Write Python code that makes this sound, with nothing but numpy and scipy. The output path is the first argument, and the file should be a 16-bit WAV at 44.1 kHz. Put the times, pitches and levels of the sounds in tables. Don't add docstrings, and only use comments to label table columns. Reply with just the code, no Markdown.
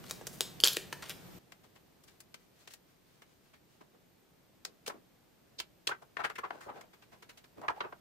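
import sys
import numpy as np
from scipy import signal
from scipy.fft import rfft, irfft
from scipy.io import wavfile
from scipy.ndimage import uniform_filter1d

SR = 44100
rng = np.random.default_rng(int(sys.argv[2]) if len(sys.argv) > 2 else 0)


def dump_mix(stems):
    frames = np.atleast_2d(stems).T
    limited = np.clip(frames, -1, 1)
    pcm = np.round(limited * 32767).astype(np.int16)
    wavfile.write(sys.argv[1], SR, pcm)


N = 352932

SIZE = 2 ** 14
CUTOFF_HZ = 15700


def from_db(db):
    return 10 ** (np.asarray(db) / 20)


def rms_one(x):
    return x / np.sqrt(np.mean(x ** 2) + 1e-30)


def frequencies(size):
    return np.maximum(np.fft.rfftfreq(size, 1 / SR), 1)


def at_hz(points, hz):
    f, value = np.transpose(points)
    return np.interp(np.log(hz), np.log(f), value)


def add(out, sound, s):
    start = max(round(s * SR), 0)
    out[:, start:start + sound.shape[-1]] += sound[..., :N - start]


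def mixed(sounds):
    out = np.zeros((2, N))
    for sound, s in sounds:
        add(out, sound, s)
    return out


def stereo(pair, alike):
    alike = np.clip(alike, -1, 1)
    middle = np.sqrt((1 + alike) / 2) * pair[0]
    side = np.sqrt((1 - alike) / 2) * pair[1]
    return middle + side * [[1], [-1]]


def causal(gain):
    cepstrum = irfft(np.log(gain + 1e-9))
    cepstrum[..., 1:SIZE // 2] *= 2
    cepstrum[..., SIZE // 2 + 1:] = 0
    return np.exp(rfft(cepstrum))


STIFF_HZ, CRACKLE_DB_PER_OCTAVE = 3000, 4.5


def crackle_of(hz, stiff_db):
    return stiff_db + CRACKLE_DB_PER_OCTAVE * np.log2(hz / STIFF_HZ)


# peak time in seconds, level in dB, fall time in seconds, centre in Hz, table knock in dB.
CARD_TICKS = [(.04, -47, 0.0039, 1176, -14.5), (.211, -42.5, 0.0063, 474, 2),
              (0.1104, -25.5, 0.0014, 5440, -1), (0.269, -31.5, 0.0031, 6160, -1),
              (0.275, -38, 0.0011, 6460, 2), (0.4081, -13.5, 0.00046, 3780, -1.5),
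              (.4155, -33, 0.0026, 4960, -4), (0.7686, -19, 0.0013, 2630, 10),
              (0.9264, -30, 0.0044, 1210, -4.5), (1.023, -40, 0.014, 1480, -15),
              (1.0958, -30, 0.0011, 9200, -28)]
# peak time in seconds, level in dB, fall time in seconds, centre in Hz.
CARD_RUBS = [(.067, -54.5, 0.028, 3000), (0.101, -46, 0.014, 3250), (0.331, -54, 0.064, 7200),
             (0.651, -27, 0.039, 4220), (1.061, -51, 0.022, 2100), (1.089, -51, 0.013, 2600),
             (1.108, -39.5, 0.0068, 1900)]
PAPER = dict(alike=.85, grain_db=5.5, even_hz=798.4, ripple_db=3.04, ripple_hz=421.7, puff_db=-19)
TICK_RISE_S, RUB_RISE_S = 0.00033, .009
CHIRP_SHARE = 0.32


def paper_card():
    ticks = [buckle(s, db, TICK_RISE_S, fall, hz, knock_db=knock_db, pan_db=.5, below_db=12.5, above_db=8,
                    crackle_db=crackle_of(hz, stiff_db=-11.5), bend_s=CHIRP_SHARE * fall, **PAPER)
             for s, db, fall, hz, knock_db in CARD_TICKS]
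    rubs = [buckle(s, db, RUB_RISE_S, fall, hz, knock_db=-7.5, pan_db=1.7, below_db=8.5, above_db=6.5,
                   crackle_db=crackle_of(hz, stiff_db=-11.5), bend_s=0.00034, **PAPER)
            for s, db, fall, hz in CARD_RUBS]
    return mixed(ticks + rubs)


# start in seconds, relative level in dB, extra brightness in dB per octave, pitch ratio.
SNAPS = [(0.6024, -20.5, 1.5, .98), (0.6103, -32.5, 1, 2.2), (.6370, -9, 0, 1.02), (.6376, -4.5, -1, 1.0),
         (0.6432, -11.5, 2.5, 1.5), (.6595, -20.5, 1.5, 1.5), (.6740, -12, 3.5, 1.05),
         (0.682, -21.5, 2.5, 1), (0.6821, -17, 5.5, 1.1), (0.7334, -42, 18, 0.96)]
# mode in Hz at pitch ratio 1, relative level in dB, time to fall by 60 dB in seconds.
SNAP_MODES = [(430, -22.5, .014), (1580, -22, 0.0026), (2260, -22.5, 0.0021), (3110, -4.5, 0.0068),
              (3650, -9.5, 0.0065), (4420, -13.5, 0.011), (4920, -6, 0.004803), (6300, -13, 0.0051),
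              (7940, -15.5, .002), (11446, -9.5, 0.0024)]


def snaps(vary_db, level_db):
    out = np.zeros((2, N))
    t = np.arange(SIZE // 8) / SR
    hz, mode_db, t60 = np.transpose(SNAP_MODES)
    signs = (-1) ** np.arange(len(hz))
    decays = np.exp(-np.log(1000) * t / t60[:, None])
    for s, snap_db, bright_db, pitch in SNAPS:
        rings = np.sin(2 * np.pi * pitch * hz[:, None] * t) * decays
        brightness_db = bright_db * np.log2(hz / np.median(hz))
        strengths = from_db(mode_db + brightness_db + vary_db * rng.standard_normal(len(hz)))
        add(out, from_db(level_db + snap_db) * (signs * strengths) @ rings, s)
    return out


# peak time in seconds, level in dB, fall time in seconds, centre in Hz.
TOUCHES = [(1.522, -45.5, .004, 1700), (1.642, -59, 0.014, 1000), (1.76, -57, 0.012, 1600),
           (2.039, -57.5, 0.0066, 7500), (2.083, -57.5, .016, 4000), (2.205, -47.5, .005, 8600),
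           (2.3435, -42, 0.0039, 3200), (2.61, -65.5, 0.044, 4520), (2.677, -45.5, 0.0058, 3200),
           (2.712, -55, 0.023, 5400), (2.738, -44.5, 0.0041, 7000), (3.222, -53, 0.0085, 2200),
           (3.541, -58, .016, 1770), (3.812, -51, .009, 751), (6.937, -55.5, .011, 1790),
           (7.026, -57.5, 0.015, 2300), (7.13, -55, 0.026, 944), (7.227, -50.5, 0.0094, 2100),
           (7.297, -49, .011, 2560), (7.378, -53.5, 0.012, 3530), (7.444, -55.5, 0.0087, 2100)]
# time in seconds, crackle in dB.
TOUCH_CRACKLE = [(2.75, -13), (3.2, -36), (7.4, -23)]
# peak time in seconds, level in dB, fall time in seconds, centre in Hz, crackle in dB.
POPS = [(4.6519, -31, 0.0022, 5060, -8), (4.8659, -38.5, 0.0042, 2700, -4),
        (5.592, -38.5, 0.0074, 4400, -20.5), (5.602, -30, 0.003, 3040, -11.5),
        (5.8733, -22.5, 0.0028, 3560, -13), (6.36, -42.5, 0.0067, 2100, -21.5),
        (7.8075, -38.5, .003, 3180, -44)]
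# peak time in seconds, level in dB, rise and fall times in seconds, centre in Hz, crackle in dB.
FLEXES = [(4.88, -33, 0.0045, 0.0047, 500, -13), (4.901, -38.5, 0.0064, 0.0097, 1156, -28),
          (5.893, -32, 0.0039, 0.0076, 1200, -23.5), (5.917, -35, 0.0056, 0.013, 1350, -37.5),
          (6.025, -49.5, 0.0057, .0075, 860, -24.5), (6.17, -30, .002, 0.0045, 1650, -51.5),
          (6.204, -34.5, .016, 0.015, 1150, -39), (6.249, -28, 0.0092, 0.011, 1530, -28.5),
          (6.3, -36.5, .0022, 0.0092, 1430, -27.5), (6.39, -35, 0.0078, .005, 1280, -25.5),
          (6.4382, -45, 0.0021, 0.0053, 1150, -37), (6.445, -36.5, 0.0086, 0.014, 1170, -43.5),
          (6.507, -31, 0.0022, 0.0028, 1138, -57.5), (6.611, -49, 0.0043, 0.032, 1400, -17),
          (6.668, -45.5, 0.0064, 0.015, 554, -41), (6.699, -40.5, 0.015, 0.016, 905, -42.5),
          (6.813, -47, 0.0037, 0.0032, 1596, -14), (7.617, -44.5, 0.0026, .0044, 758, -29.5),
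          (7.645, -42, .02, 0.016, 900, -53), (7.6843, -23, .002, 0.0037, 1480, -49),
          (7.704, -33.5, 0.0074, 0.0068, 980, -37.5), (7.807, -29.5, 0.0021, 0.0082, 1190, -60),
          (7.849, -42, .015, 0.024, 960, -55), (7.926, -40.5, .0026, .0058, 1030, -45.5)]
# peak time in seconds, level in dB, fall time in seconds, centre in Hz.
SLIDES = [(3.95, -63, .014, 428), (4.69, -61, 0.036, 404), (4.947, -53.5, 0.03, 377),
          (6.555, -51.5, 0.049, 589), (6.772, -48.5, .03, 540), (6.84, -59.5, .016, 610),
          (7.588, -48.5, 0.018, 323), (7.778, -53.5, 0.03, 650)]
# time in seconds, left over right in dB.
SIDE_OF_SHEET = [(1.5, 4.5), (3.8, 0), (4.65, 2), (5.6, -2), (5.92, -.5), (6.17, 7), (6.26, 3.5),
                 (6.7, 1.5), (7.68, -1), (7.8, 0)]
PLASTIC = dict(alike=0.033, grain_db=2.5, even_hz=494, ripple_db=2.0, ripple_hz=170.6,
               bend_s=0.001973, puff_db=-17)
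SCUFFS_FROM_S, SCUFFS_TO_S, SCUFF_DB, SCUFF_FALL_S, SCUFF_HZ = 2.1, 3.8, -72, 0.054, 3870


def plastic_sheet(touch_rise_share, pop_rise_share, slide_rise_share, count):
    def bend(s, *swell, **colour):
        pan_db = np.interp(s, *np.transpose(SIDE_OF_SHEET))
        return buckle(s, *swell, pan_db=pan_db, **colour, **PLASTIC)

    touches = [bend(s, db, touch_rise_share * fall, fall, hz, below_db=2.5, above_db=9.0, knock_db=-4.5,
                    crackle_db=np.interp(s, *np.transpose(TOUCH_CRACKLE)))
               for s, db, fall, hz in TOUCHES]
    pops = [bend(s, db, pop_rise_share * fall, fall, hz, below_db=17.5, above_db=25, knock_db=-8.5,
                 crackle_db=crackle_db)
            for s, db, fall, hz, crackle_db in POPS]
    flexes = [bend(s, db, rise, fall, hz, below_db=9, above_db=16.5, knock_db=-10.5, crackle_db=crackle_db)
              for s, db, rise, fall, hz, crackle_db in FLEXES]
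    slides = [bend(s, db, slide_rise_share * fall, fall, hz, below_db=8.0, above_db=10, knock_db=-17,
                   crackle_db=-43)
              for s, db, fall, hz in SLIDES]
    slices = (np.arange(count) + rng.random(count)) / count
    moments = SCUFFS_FROM_S + (SCUFFS_TO_S - SCUFFS_FROM_S) * slices
    scuffs = [bend(s, SCUFF_DB, slide_rise_share * SCUFF_FALL_S, SCUFF_FALL_S, SCUFF_HZ,
                   below_db=1, above_db=7.5, knock_db=-19, crackle_db=-19)
              for s in moments]
    return mixed(touches + pops + flexes + slides + scuffs)


# start in seconds, level in dB before the fade in and out, length in seconds, start Hz, end Hz.
WOBBLES = [(5.899, -37, 0.03, 1226, 1660), (6.429, -38.5, 0.022, 1155, 1068),
           (7.686, -34, 0.024, 1340, 717), (7.706, -55, 0.05, 826, 714), (7.764, -48.5, 0.037, 782, 900),
           (7.825, -47, 0.043, 450, 390)]


def wobbles(width_hz, alike):
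    out = np.zeros((2, N))
    for s, level_db, length, start_hz, end_hz in WOBBLES:
        t = np.arange(int(length * SR)) / SR
        phase = 2 * np.pi * np.cumsum(np.geomspace(start_hz, end_hz, len(t))) / SR
        drive = rng.standard_normal((2, 64)) + 1j * rng.standard_normal((2, 64))
        smooth_drive = np.array([np.interp(t * width_hz, np.arange(len(d)), d) for d in drive])
        pair = (smooth_drive * np.exp(1j * phase)).real
        fade = np.sin(np.pi * t / length)
        add(out, from_db(level_db) * rms_one(stereo(pair, alike)) * fade, s)
    return out


KNOCK_HZ, KNOCK_Q = 403, 2
CRACKLE_LOW_HZ, CRACKLE_HIGH_HZ = 505.2, 7000
PUFF_HZ = 131
BEND_HZ = 510


def buckle(s, level_db, rise, fall, hz, pan_db, below_db, above_db, knock_db, crackle_db,
           alike, grain_db, even_hz, ripple_db, ripple_hz, bend_s, puff_db):
    t, f = np.arange(SIZE) / SR, frequencies(SIZE)
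    lead = min(2 * rise, s)
    swell = np.where(t < lead, np.exp(-((t - lead) / rise) ** 2), np.exp(-np.abs(t - lead) / fall))
    slip_sizes = from_db(grain_db * np.repeat(rng.standard_normal(SIZE // 32), 32))
    slips = rfft(stereo(rng.standard_normal((2, SIZE)), alike) * slip_sizes * swell)
    even_bins = max(int(even_hz * SIZE / SR), 1)
    spread = np.sqrt(uniform_filter1d(np.abs(slips) ** 2, even_bins))
    panel = 1 / (from_db(2 * below_db * np.log2(hz / f)) + from_db(2 * above_db * np.log2(f / hz)))
    table = from_db(knock_db) / (1 + (KNOCK_Q * (f / KNOCK_HZ - KNOCK_HZ / f)) ** 2)
    crackle = from_db(crackle_db) / np.hypot(1, (CRACKLE_LOW_HZ / f) ** 2)
    crackle = crackle / np.hypot(1, (f / CRACKLE_HIGH_HZ) ** 2)
    puff = from_db(puff_db) / np.hypot(1, (f / PUFF_HZ) ** 2)
    ripple = from_db(ripple_db * np.interp(f / ripple_hz, np.arange(len(f)), rng.standard_normal(len(f))))
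    lag_cycles = bend_s * (2 * np.sqrt(f * BEND_HZ) - f * np.sqrt(BEND_HZ / CUTOFF_HZ))
    travel = np.exp(-2j * np.pi * lag_cycles)
    colour = np.sqrt(panel + table ** 2 + crackle ** 2 + puff ** 2) * ripple
    sound = irfft(slips * travel * causal(colour / spread))
    sound = rms_one(sound) * np.sqrt(np.mean(swell ** 2))
    sides = from_db([[pan_db / 2], [-pan_db / 2]])
    return from_db(level_db) * sound * rms_one(sides), s - lead


def thin(x, edge_hz):
    return signal.sosfilt(signal.butter(2, edge_hz, "high", fs=SR, output="sos"), x)


# delay in seconds, relative level in dB.
ECHOES = [(.0065, -14.5), (.0085, -24), (0.0183, -26.5)]


def room(x, wet_db, low_t60, high_t60, alike, echo_db, build_s, bright_db):
    t, f = np.arange(SIZE) / SR, frequencies(SIZE)
    noise = rfft(stereo(rng.standard_normal((2, SIZE)), alike))
    centres = np.geomspace(200, 14000, 6)
    t60s = np.geomspace(low_t60, high_t60, len(centres))
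    tail = 0
    for share, hz, t60 in zip(np.eye(len(centres)), centres, t60s):
        band = irfft(noise * np.interp(np.log(f), np.log(centres), share))
        tail = tail + from_db(bright_db * np.log2(hz)) * band * np.exp(-np.log(1000) * t / t60)
    build = 1 - np.exp(-(t / build_s) ** 2)
    response = from_db(wet_db) * rms_one(tail * build) / np.sqrt(SIZE)
    for delay, db in ECHOES:
        response[:, round(delay * SR)] += from_db(db + echo_db)
    return x + signal.fftconvolve(x, response, axes=1)[:, :N]


# frequency in Hz, relative density in dB.
HUM = [(15, -47.5), (25, -16), (171, -8), (273, -9), (364, -9), (437, -11.5), (754, -15.5), (1000, -19.5),
       (1370, -21), (2700, -24), (3070, -24.5), (4190, -26), (9890, -32), (12500, -34.5), (16200, -65.5),
       (22000, -120)]
# frequency in Hz, likeness (1 is identical).
LIKENESS = [(60, 0.8), (180, 0.36), (550, 0.057), (1650, 0.18), (4970, 0.21), (15000, 0.2)]
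# time in seconds, level in dB above the base levels.
HUM_LEVEL = [(0, 14.5), (.8, 13.5), (1.385, 14.5), (1.392, 3.5), (3, 1), (5.3, 2), (8, 3)]
# centre in Hz, width in Hz, base level in dB.
DRONES = [(132.7, 12, -82), (177, 18, -81.5), (13880, 190, -83.5), (13300, 900, -89.5)]
HUM_DB = -68.5


def background(low_alike, high_alike, drone_drop):
    f = frequencies(N)
    level_db = np.interp(np.arange(N) / SR, *np.transpose(HUM_LEVEL))
    hum = stereo(rfft(rng.standard_normal((2, N))), at_hz(LIKENESS, f)) * from_db(at_hz(HUM, f))
    out = from_db(HUM_DB + level_db) * rms_one(irfft(hum, N))
    for hz, width_hz, db in DRONES:
        alike = np.interp(hz, [0, CUTOFF_HZ], [low_alike, high_alike])
        drone = stereo(rfft(rng.standard_normal((2, N))), alike) / (1 + ((f - hz) / width_hz) ** 2)
        drop = np.interp(hz, [0, CUTOFF_HZ], [drone_drop, 1])
        out = out + from_db(db + drop * level_db) * rms_one(irfft(drone, N))
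    return out


CARD_BASS_CUT_HZ, SHEET_BASS_CUT_HZ = 300, 83


def scene():
    card = paper_card()
    edge = snaps(vary_db=2.46, level_db=2.5)
    sheet = plastic_sheet(touch_rise_share=0.44, pop_rise_share=.75, slide_rise_share=1.0, count=10)
    sheet = sheet + wobbles(width_hz=128, alike=0.13)
    edge_to_room = from_db(-1.5)
    card = room(card + edge_to_room * edge, wet_db=-8.0, low_t60=0.55, high_t60=0.29, alike=1.0,
                echo_db=-2.0, build_s=0.0021, bright_db=0.87)
    card = card + (1 - edge_to_room) * edge
    sheet = room(sheet, wet_db=-9.0, low_t60=0.2, high_t60=0.083, alike=0.043,
                 echo_db=-10.0, build_s=0.0022, bright_db=0.5)
    handling = thin(card, CARD_BASS_CUT_HZ) + thin(sheet, SHEET_BASS_CUT_HZ)
    return handling + background(low_alike=0.37, high_alike=.5, drone_drop=1.5)


def record(dry):
    clipped = np.clip(dry, -.8, .8)
    return signal.sosfilt(signal.ellip(10, .1, 80, CUTOFF_HZ, fs=SR, output="sos"), clipped)


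dry = scene()
out = record(dry)
dump_mix(out)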